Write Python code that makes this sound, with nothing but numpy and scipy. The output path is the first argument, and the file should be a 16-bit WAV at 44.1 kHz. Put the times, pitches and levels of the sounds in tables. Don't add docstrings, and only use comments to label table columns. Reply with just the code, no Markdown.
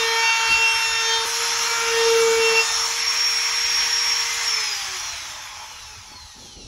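import sys
import numpy as np
from scipy import signal
from scipy.fft import rfft, irfft, next_fast_len
from scipy.io import wavfile
from scipy.ndimage import uniform_filter1d, map_coordinates

SR = 44100
rng = np.random.default_rng(int(sys.argv[2]) if len(sys.argv) > 2 else 0)


def how_loud(loudness_db):
    steps = np.asarray(loudness_db, float) / 20
    return 10 ** steps


def master(y):
    cut = np.clip(np.atleast_2d(y).T, -1, 1)
    pcm = np.round(cut * 32767)
    wavfile.write(sys.argv[1], SR, pcm.astype(np.int16))


N = 294140
CHANGE_S, CLEAR_S = 1.254, 2.645

# pitch_hz, level_db
GARAGE = [(12, -29), (20, -2), (70, 3.5), (109, 0.5), (168, -14.5), (219, -8), (272, -21), (431, -10.5),
          (729, -26), (800, -3), (1040, -21.5), (1760, -120)]
# pitch_hz, level_db
HISS = [(3000, -38.5), (7500, -3), (10000, 4), (12500, -9), (15800, -4)]
# pitch_hz, ring_s (time to fall 60 dB)
WALLS = [(200, 0.81), (2000, 0.43), (10000, 0.15)]
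# pitch_hz, step_db
COARSE = [(300, -4), (3500, 3), (4600, 5), (5500, 5), (6900, 9), (7800, 13), (8800, 13.5), (9150, 17),
          (9600, 12), (11000, 12.5), (12300, 13), (12700, 15.5), (13500, 15), (14400, 15.5), (14800, 17.5),
          (15200, 17.5), (15500, 14)]

# start_s, level_db, upper_share
KNOCKS = [
    (.499, -32, 0.99),
    (0.547, -34, 0.36),
    (6.575, -41, 1.1),
    (6.646, -37, 0.77),
]
# pitch_hz, ring_s (time to fall 60 dB)
FRAME = [(62, .16), (105, 0.12)]
# start_s, length_s, thud_db, buzz_db
PRESSES = [(0.497, 0.025, -67, -38), (0.525, 0.14, -62, -54), (1.58, 0.14, -67, -55),
           (1.765, 0.72, -65.5, -53), (2.15, 0.28, -81, -53), (2.502, 0.09, -75, -49),
           (3.776, 0.096, -54.5, -54.5), (5.922, 0.059, -65, -67), (6.102, 0.028, -52, -52),
           (6.133, 0.042, -55.5, -54.5), (6.355, 0.12, -52, -49.5), (6.482, 0.069, -55, -55.5),
           (6.56, 0.07, -49, -47.5), (6.638, .06, -50, -50)]
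# pitch_hz, level_db
THUD = [(25, -34), (45, 20.5), (70, 2), (110, 10.5), (160, -17), (250, -39), (2000, -120)]
# pitch_hz, level_db
BUZZ = [(100, -61), (150, -6), (230, -2), (330, -4), (450, -6), (800, -15), (1500, -64), (4000, -120)]

# time_s, turns_hz
SPEED = [(0, 456.8), (.21, 455.6), (.63, 454.2), (1.04, 453.3), (1.253, 454.4), (1.255, 461.5),
         (1.45, 463.2), (1.65, 463.3), (1.85, 460.6), (2.45, 453.2), (2.62, 453), (2.85, 459.7),
         (3.05, 461.9), (3.25, 463.1), (3.65, 464.1), (4.47, 464)]
# start_s, changeover_s
STANCES = [
    (0, 0),
    (1.254, .002),
    (1.66, .1),
    (2.62, .04),
    (2.85, .2),
]
HELD = {"shaft": ([-54.5, -39, -49, -42.5, -47], 4.5), "second": ([-44.5, -38, -32, -38, -45.5], 8),
        "bars": ([-52.5, -45, -46, -48.5, -49.5], 0.056), "collet": ([-35, -60, -46, -45, -32], 6.2),
        "base": ([-33.5, -32.5, -31.5, -32, -38], 1.92), "chips": ([-34, -44, -39, -46, -60], 2.7),
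        "raised": ([-59, -57, -60, -49.5, -38], 3.3), "housing": ([-26.5, -26, -27, -27, -26.5], 2.52),
        "fan": ([-36, -28, -29, -26.5, -29.5], 2.9), "brush": ([-42, -37, -38, -37, -39], 2.6)}

# pitch_hz, level_db
BASE = [(290, -37.5), (500, -13), (528, -18.5), (739, -7), (946, -1), (1200, 1.5), (1310, 4), (1800, -11.5),
        (2340, -41), (3960, -120)]
# pitch_hz, level_db
HOUSING = [(880, -28), (1380, -14), (1550, -6), (2300, -2.5), (2750, -5), (3110, -5), (3420, -2.5),
           (3850, -10), (4150, -9), (4450, -11.5), (4750, -8.5), (5000, -3), (6370, -5.5), (10800, -120)]
# pitch_hz, level_db
FAN = [(2530, -43), (4300, -3.5), (4500, -20), (4860, -19.5), (5370, -1), (5680, -3.5), (6170, -5),
       (6930, -5), (8180, -19), (9100, -19), (11800, -50.5), (20000, -120)]
# pitch_hz, level_db
BRUSH = [(5350, -60), (9100, -10.5), (9860, 1.5), (10700, -4), (11300, -5.5), (12200, -4), (12500, -13),
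         (12900, -12), (13500, -10.5), (14300, -12.5), (14650, -16), (15050, -17), (15400, -14),
         (15700, -8)]
# pitch_hz, level_db
COLLET = [(1300, -37.5), (1800, -6.5), (2100, 1), (2450, 2.5), (2800, -11), (3100, -20), (3450, -9),
          (3800, -28.5), (4500, -46)]
# time_s, level_db
OPENING = [(2.8, -1.5), (3.02, 1.5), (3.2, 1), (3.5, 1.5), (3.85, -1), (3.95, -3), (4.25, -11.5),
           (4.4, -3.5), (4.6, 2.5), (5.1, -9.5), (5.55, 14), (5.7, -5)]
# pitch_hz, level_db
RAISED = [(700, -37.5), (950, -11), (1110, 2), (1230, -5), (1370, -17.5), (1550, -5.5), (1680, -3.5),
          (1850, -1), (2000, -8.5), (2600, -39.5)]
# pitch_hz, level_db
CHIPS = [(900, -39.5), (1300, -10), (1500, 0), (1700, -5.5), (2300, -40)]
# time_s, level_db
HOLLOW = [(4.6, -50), (5, -43.5), (5.3, -45.5), (5.6, -44), (5.85, -48), (5.97, -55), (6.1, -53.5),
          (6.35, -56), (6.67, -66)]
# pitch_hz, level_db
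CAVITY = [(400, -39), (620, -13), (780, -15), (860, 4.5), (930, -2.5), (1000, -0.5), (1150, -7),
          (1600, -54)]
# pitch_hz, width_hz, middle_s, length_s, level_db
POISED = [
    (1693, 34, 1.6, 0.86, -40),
    (2070, 46, 4.2, 0.65, -38),
    (1290, 38, 1.6, 0.088, -35),
    (860, 28, 5.93, 0.98, -57.5),
    (1000, 23, 6.2, 0.4, -59),
]

# time_s, level_db
COAST = [(4.4, -70), (4.85, -47), (5.1, -45), (5.4, -52), (5.8, -48), (6.2, -48.5), (6.67, -48.5)]
PROUD_DB = {24: -20, 29: -6, 39: 5, 17: 4, 19: 4, 26: 5, 31: 4, 33: 4, 36: 4, 43: 5, 48: 5}
# pitch_hz, level_db
COWL = [(1200, -39), (2500, -10), (3700, -7), (4250, 0), (4900, -7), (5800, 1), (7200, -10), (8500, -16),
        (10000, -10), (12000, -18), (15000, -35)]
# multiple, middle_s, length_s, level_db
SQUEAL = [(16, 5.02, .16, -38), (17, 5.82, .12, -53), (18, 6.1, .06, -55), (12, 5.1, .2, -46),
          (24, 5.87, .13, -49), (24, 6.04, .15, -57), (24, 6.18, .09, -45), (24, 6.28, .14, -53),
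          (24, 6.48, .15, -52.5), (24, 6.63, .12, -57), (29, 5.9, .16, -55), (29, 6.13, .2, -54),
          (29, 6.42, .09, -51), (31, 6.48, .09, -54), (33, 6.05, .05, -56), (35, 6.61, .11, -52.5),
          (26, 5.98, .1, -55), (21, 5.62, .12, -51), (39, 6.35, .2, -59), (42, 6.46, .08, -57)]

# time_s, level_db
BITE = [(0, 6), (.3, -0.5), (.6, 4), (.9, 5.5), (1.1, -1), (1.253, 10), (1.255, -17), (1.6, -22), (1.7, -5),
        (2, 2.5), (2.3, 5), (2.6, 1.5), (2.67, -5), (2.75, -75), (6.67, -37)]
# multiple, level_db
CUTTER = [(1, -11), (2, -7), (3, -14.5), (4, -5.5), (5, -11), (6, -8), (7, 0), (8, 2), (9, -6), (10, -8),
          (11, -13.5), (12, -6), (13, -3), (14, -10), (15, -11), (16, -19.5), (17, -80), (18, -27),
          (19, -29.5), (20, -53), (21, -27), (22, -23.5), (23, -66), (24, -26), (25, -30), (26, -41),
          (27, -44.5)]
SWELLS = {1: [(0, 0.096, -31.5), (.12, 0.21, -31.5), (.42, 0.06, -45), (.475, .05, -41), (.61, 0.075, -37),
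          (.72, 0.093, -43.5), (.9, 0.17, -45.5), (1.08, 0.15, -37.5), (1.22, 0.17, -35.5),
          (1.42, 0.046, -38.5), (2.05, 0.32, -25), (2.27, 0.39, -19.5), (2.54, 0.23, -29),
          (1.72, 0.017, -36)], 2: [(.22, 0.39, -28.5), (.7, 0.42, -32.5), (1.14, 0.19, -31),
          (2.08, 0.16, -36.5), (2.42, 0.14, -48), (2.56, 0.063, -33.5)], 3: [(.16, 0.14, -40),
          (.39, 0.33, -33), (1.03, 0.53, -39), (1.77, 0.18, -31), (2.22, 0.45, -35)], 4: [(.26, 0.4, -31.5),
          (.05, 0.1, -38), (.91, 0.21, -34), (1.12, 0.12, -32.5), (1.78, 0.14, -35.5), (1.98, 0.2, -32.5),
          (2.48, 0.22, -38)], 5: [(.05, 0.22, -37), (.3, 0.39, -29), (.75, 0.18, -38), (1.1, 0.094, -35),
          (1.76, 0.22, -32), (2.05, 0.24, -44), (2.36, 0.32, -30.5), (2.56, 0.062, -44)],
          6: [(.02, 0.12, -29), (.3, 0.15, -22.5), (.44, 0.054, -33), (.53, 0.043, -20.5), (.62, 0.19, -20),
          (.85, 0.16, -28), (.99, 0.093, -30), (1.64, 0.15, -37), (1.95, 0.23, -32), (2.2, 0.17, -30),
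          (2.46, 0.11, -25.5), (2.58, 0.075, -17.5)]}
HIGH_SWELLS = {7: [(.14, 0.25, -35), (.5, 0.32, -37), (.74, 0.077, -35.5), (.95, 0.069, -39.5),
               (1.12, 0.12, -30.5), (2.0, 0.19, -44), (2.5, 0.2, -41)], 8: [(.01, 0.049, -29),
               (.33, 0.14, -33), (.55, .2, -43), (.93, 0.23, -36), (1.15, 0.2, -31.5), (2.03, 0.25, -44),
               (2.41, 0.08, -43)], 9: [(.1, 0.17, -34), (.44, 0.22, -36.5), (.87, 0.17, -38),
               (1.18, 0.22, -34), (1.62, 0.15, -33.5), (2.1, 0.23, -41), (2.38, 0.11, -39),
               (2.55, 0.13, -42)], 10: [(.28, 0.17, -32), (.52, 0.093, -31.5), (1.14, 0.13, -35),
               (2.14, 0.27, -46), (2.56, 0.13, -38)], 13: [(.36, 0.2, -36), (.65, 0.18, -41),
               (1.1, 0.24, -41), (1.78, 0.16, -46), (2.56, .12, -37)], 14: [(.3, 0.19, -34),
               (.72, 0.14, -39), (1.1, 0.15, -30)]}
SWUNG = {8: [(2.7, 0.15, -34.5)], 4: [(2.69, 0.13, -36), (3.6, 0.37, -46), (3.85, .15, -40.5)],
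         1: [(2.72, 0.035, -45.5), (4.6, 0.056, -48), (4.73, 0.07, -51), (4.93, 0.11, -51.5),
         (5.25, 0.39, -68)], 2: [(4.68, 0.27, -48), (4.85, 0.18, -51), (5.15, 0.21, -53.5),
         (5.36, 0.083, -58), (5.73, 0.1, -62), (5.92, 0.099, -63)]}

# multiple, level_db
MOTOR = [(9, -4), (10, -4), (13, -1), (14, -7)]
MAIN_LINES = (1, 2, 12, 24)
FLUTTER_DB = (.6, 1.4, 1.6, 4.5)
# time_s,
# level_db
VENT = [(0, -35), (.2, -29), (.3, -34), (.45, -35), (.62, -30.5), (.8, -27), (.92, -29.5), (1.02, -28),
        (1.2, -31), (1.3, -40.5), (1.45, -32), (1.75, -30.5), (1.9, -45), (1.97, -43), (2.06, -29),
        (2.25, -38), (2.4, -37), (2.47, -26.5),
        (2.62, -31), (2.72, -29), (2.86, -25), (2.92, -46), (2.97, -38), (3.005, -21.5),
               (3.045, -33), (3.083, -20), (3.14, -31), (3.19, -24), (3.26, -21), (3.33, -25),
        (3.45, -25), (3.56, -25.5), (3.64, -22.5), (3.69, -25.5), (3.75, -21.5), (3.9, -24.5),
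             (3.98, -22.5), (4.1, -23), (4.2, -26.5), (4.3, -36), (4.388, -44), (4.45, -26.5), (4.519, -25),
             (4.7, -26)]
# pitch_hz, level_db
WHISTLE = [(1300, -48), (2100, -36), (2600, -26), (3000, -23), (3300, -24), (3700, -24), (4100, -21),
           (4500, -25), (4950, -4), (5560, 0)]
# pitch_hz, level_db
BARS = [(2600, -30), (6000, -30), (6500, -6), (7500, -12), (9500, -10), (11100, 0)]


def unit(x):
    return x / np.sqrt(np.mean(x ** 2) + 1e-20)


def clock():
    return np.arange(N) / SR


def along(points, hz):
    pitch_hz, value = np.transpose(points)
    return np.interp(np.log(hz + 1), np.log(pitch_hz + 1), value)


def curve(rows):
    time_s, value = np.transpose(rows)
    return np.interp(clock(), time_s, value)


def wobble(rate):
    coarse = np.arange(0, N + 64, 64)
    knots = rng.standard_normal(int(N * 80 / SR) + 4)
    smooth = map_coordinates(knots, [coarse * min(rate, 79) / SR])
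    return np.interp(np.arange(N), coarse, smooth)


def coloured(x, spectrum):
    size = next_fast_len(N + 8192)
    gain = how_loud(along(spectrum, np.fft.rfftfreq(size, 1 / SR)))
    return unit(irfft(rfft(x, size) * gain, size)[:N])


def rush(spectrum, patchy_db):
    z = signal.stft(rng.standard_normal(N + 512), nperseg=512)[2]
    patches = uniform_filter1d(rng.standard_normal(z.shape), size=5, axis=0)
    patches = uniform_filter1d(patches, size=12, axis=1)
    noise = signal.istft(z * how_loud(patchy_db * unit(patches)), nperseg=512)[1][:N]
    return coloured(noise, spectrum)


def breath(db, waver_db, rate, spectrum, patchy_db):
    return how_loud(db + waver_db * wobble(rate)) * rush(spectrum, patchy_db)


def narrow(angle, width_hz):
    size = max(round(SR / width_hz), 2)
    slow = uniform_filter1d(rng.standard_normal((2, N)), size=size, axis=1)
    a, b = uniform_filter1d(slow, size=size, axis=1)
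    return unit(a * np.sin(angle) + b * np.cos(angle))


def line(turn, multiple, db, waver_db, rate):
    start_angle = rng.uniform(0, 2 * np.pi)
    return np.sqrt(2) * how_loud(db + waver_db * wobble(rate)) * np.sin(multiple * turn + start_angle)


def speed():
    friction_hz_per_s, drag_per_turn = 136, 3e-4
    off_s, free_hz = SPEED[-1]
    t = clock()
    even_hz = np.sqrt(friction_hz_per_s / drag_per_turn)
    angle = np.arctan(free_hz / even_hz) - even_hz * drag_per_turn * (t - off_s).clip(0)
    return np.where(t > off_s, even_hz * np.tan(angle), curve(SPEED))


def held(voice, hz):
    levels, loss = HELD[voice]
    rows = []
    for k, (start_s, changeover_s) in enumerate(STANCES):
        rows.append((start_s, levels[max(k - 1, 0)]))
        rows.append((start_s + changeover_s, levels[k]))
    return curve(rows) + loss * 20 * np.log10(hz / hz.max())


def bells(rows):
    t, total = clock(), np.zeros(N)
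    for middle_s, length_s, db in rows:
        same_scene = (t > CHANGE_S) == (middle_s > CHANGE_S)
        total += how_loud(db) * 2 ** (-(2 * (t - middle_s) / length_s) ** 2) * same_scene
    return total


def swollen(multiple, db):
    in_wood = np.clip((CLEAR_S - clock()) / .04, 0, 1)
    cutting = bells({**SWELLS, **HIGH_SWELLS}[multiple]) * in_wood
    return 20 * np.log10(how_loud(db) + cutting + bells(SWUNG.get(multiple, [])))


def quiet_garage():
    return how_loud(-53) * rush(GARAGE, patchy_db=3.0) + how_loud(-65.5) * rush(HISS, patchy_db=-0.5)


def walls(x):
    hz, t, z = signal.stft(rng.standard_normal(SR // 2), SR, nperseg=256)
    fade = how_loud(-60 * t / along(WALLS, hz)[:, None])
    tail = signal.istft(z * fade, SR, nperseg=256)[1]
    late = np.pad(x, (400, 0))
    return signal.fftconvolve(late, tail / np.linalg.norm(tail))[:N]


def knocks():
    t, total = clock(), np.zeros(N)
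    for start_s, db, upper_share in KNOCKS:
        age = (t - start_s).clip(0)
        onset = 1 - np.exp(-age / 0.0023)
        for (hz, ring_s), share in zip(FRAME, (.8, upper_share)):
            total += how_loud(db - 60 * age / ring_s) * share * np.sin(2 * np.pi * hz * age) * onset
    return total


def bench():
    t, thud, buzz = clock(), np.zeros(N), np.zeros(N)
    for start_s, length_s, thud_db, buzz_db in PRESSES:
        inside_s = np.minimum(t - start_s, start_s + length_s - t)
        press = np.clip(inside_s / 0.024 + .5, 0, 1)
        thud += how_loud(thud_db) * press
        buzz += how_loud(buzz_db) * press
    lumps = how_loud(1.2 * wobble(75)) * rng.standard_normal(N)
    return thud * coloured(lumps, THUD) + buzz * coloured(lumps, BUZZ)


def gap():
    t, total = clock(), np.zeros(N)
    for hz, width_hz, middle_s, length_s, db in POISED:
        level_db = db - 9.2 * (2 * (t - middle_s) / length_s) ** 2
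        total += how_loud(level_db) * narrow(2 * np.pi * hz * t, width_hz)
    return total


def air(turn, hz):
    t = clock()
    fan_db = held("fan", hz) + 2.5 * t * (t < CHANGE_S)
    collet_db = held("collet", hz) + curve(OPENING)
    low = breath(held("base", hz), 0.34, 2.3, BASE, patchy_db=1.5)
    low = low + breath(held("housing", hz), 0.92, 4, HOUSING, patchy_db=1.0)
    high = breath(fan_db, 0.46, 14, FAN, patchy_db=2.0)
    high = high + breath(held("brush", hz), 0.22, 20.0, BRUSH, patchy_db=2.5)
    collet = breath(collet_db, 0.87, 7.6, COLLET, patchy_db=2.5)
    raised = breath(held("raised", hz), 0.69, 3, RAISED, patchy_db=3.0)
    chips = breath(held("chips", hz), 1.1, 5, CHIPS, patchy_db=2.5)
    hollow = breath(curve(HOLLOW), 0.29, 30, CAVITY, patchy_db=2.5)
    throb = 1 + 0.079 * np.sin(turn)
    return throb * (low + high + collet + raised + chips) + hollow


def brushes(turn):
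    angle = np.linspace(0, 2 * np.pi, 2048)
    bars = np.zeros(len(angle))
    for k in range(16, 90):
        strength = how_loud(PROUD_DB.get(k, 0) + 2.3 * rng.standard_normal())
        bars += strength * np.sin(k * angle + rng.uniform(0, 2 * np.pi))
    trace = np.interp(turn % (2 * np.pi), angle, bars) * (clock() > COAST[0][0])
    return how_loud(curve(COAST) + 1.6 * wobble(30)) * coloured(trace, COWL)


def squeal(turn):
    t, total = clock(), np.zeros(N)
    rough_db = 2.5 * wobble(70)
    shaky = turn + .025 * wobble(75)
    for k, middle_s, length_s, db in SQUEAL:
        level_db = rough_db + db - 4.3 * (2 * (t - middle_s) / length_s) ** 2
        total += np.sqrt(2) * how_loud(level_db) * np.sin(k * shaky + 9 * middle_s)
    return total


def cutter(turn):
    bite_db, total = curve(BITE), np.zeros(N)
    for k, db in CUTTER:
        if k in MAIN_LINES:
            continue
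        if k in SWELLS or k in HIGH_SWELLS:
            steady_db = db - 36.5 - 9.5 + bite_db
            total += line(turn, k, swollen(k, steady_db), waver_db=1.5, rate=22)
        else:
            total += line(turn, k, db - 32.0 + bite_db, waver_db=4.5, rate=10)
    return total


def motor(turn, hz):
    speed_db = 20 * np.log10(hz / hz.max())
    return sum(line(turn, k, db - 49.5 + 8 * speed_db, waver_db=3.5, rate=8) for k, db in MOTOR)


def whine(turn, hz):
    slow_db = np.clip((hz - 460) * .3, -16, 0)
    shaft_db = swollen(1, held("shaft", hz) + slow_db)
    second_db = swollen(2, held("second", hz) + slow_db)
    fan_db = curve(VENT) + along(WHISTLE, MAIN_LINES[2] * hz)
    bars_db = held("bars", hz) + along(BARS, MAIN_LINES[3] * hz)
    levels = [shaft_db, second_db, fan_db, bars_db]
    strong = sum(line(turn, k, db, waver_db, rate=75)
                 for k, db, waver_db in zip(MAIN_LINES, levels, FLUTTER_DB))
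    strong = strong + how_loud(fan_db - 12.5) * narrow(MAIN_LINES[2] * turn, width_hz=162)
    coasting = np.clip((400 - hz) / 30, 0, 1)
    swing_db = (3 * wobble(12) + 2 * wobble(50)) * coasting
    return strong * how_loud(swing_db)


def scene():
    hz = speed()
    turn = 2 * np.pi * np.cumsum(hz * (1 + 0.000808 * wobble(29.92))) / SR
    turn = turn + 2.4 * (clock() > CHANGE_S)
    tones = whine(turn, hz) + motor(turn, hz) + squeal(turn) + cutter(turn)
    ticks = brushes(turn)
    direct = tones + 0.46 * ticks
    echoes = how_loud(-18.0) * walls(tones) + 0.37 * walls(ticks)
    mix = quiet_garage() + echoes + knocks() + bench() + gap() + air(turn, hz) + direct
    return mix[None]


def coarse_steps(x, size=1024):
    n, k = np.arange(2 * size), np.arange(size)
    window = np.sin(np.pi * (n + .5) / (2 * size))
    waves = np.cos(np.pi / size * np.outer(k + .5, n + .5 + size / 2))
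    basis = window * waves * np.sqrt(2 / size)
    blocks = np.pad(x, (size, 2 * size - N % size), "reflect").reshape(-1, size)
    lines = np.hstack([blocks[:-1], blocks[1:]]) @ basis.T
    hz = (k + .5) * SR / (2 * size)
    nearby = uniform_filter1d(np.log(lines ** 2 + 1e-14), size=70, axis=1)
    nearby = uniform_filter1d(nearby, size=7, axis=0)
    step = np.exp(nearby / 2) * how_loud(along(COARSE, hz))
    lines = lines * (hz < 15720)
    rounded = np.sign(lines) * np.floor(np.abs(lines) / step + 0.35) * step
    frames = rounded @ basis
    return (frames[:-1, size:] + frames[1:, :size]).ravel()[:N]


def band_limit(x):
    return signal.sosfilt(signal.butter(12, 15940, fs=SR, output="sos"), x)


def record(dry):
    mix = coarse_steps(dry[0])[None]
    return band_limit(mix)


dry = scene()
out = record(dry)
master(out)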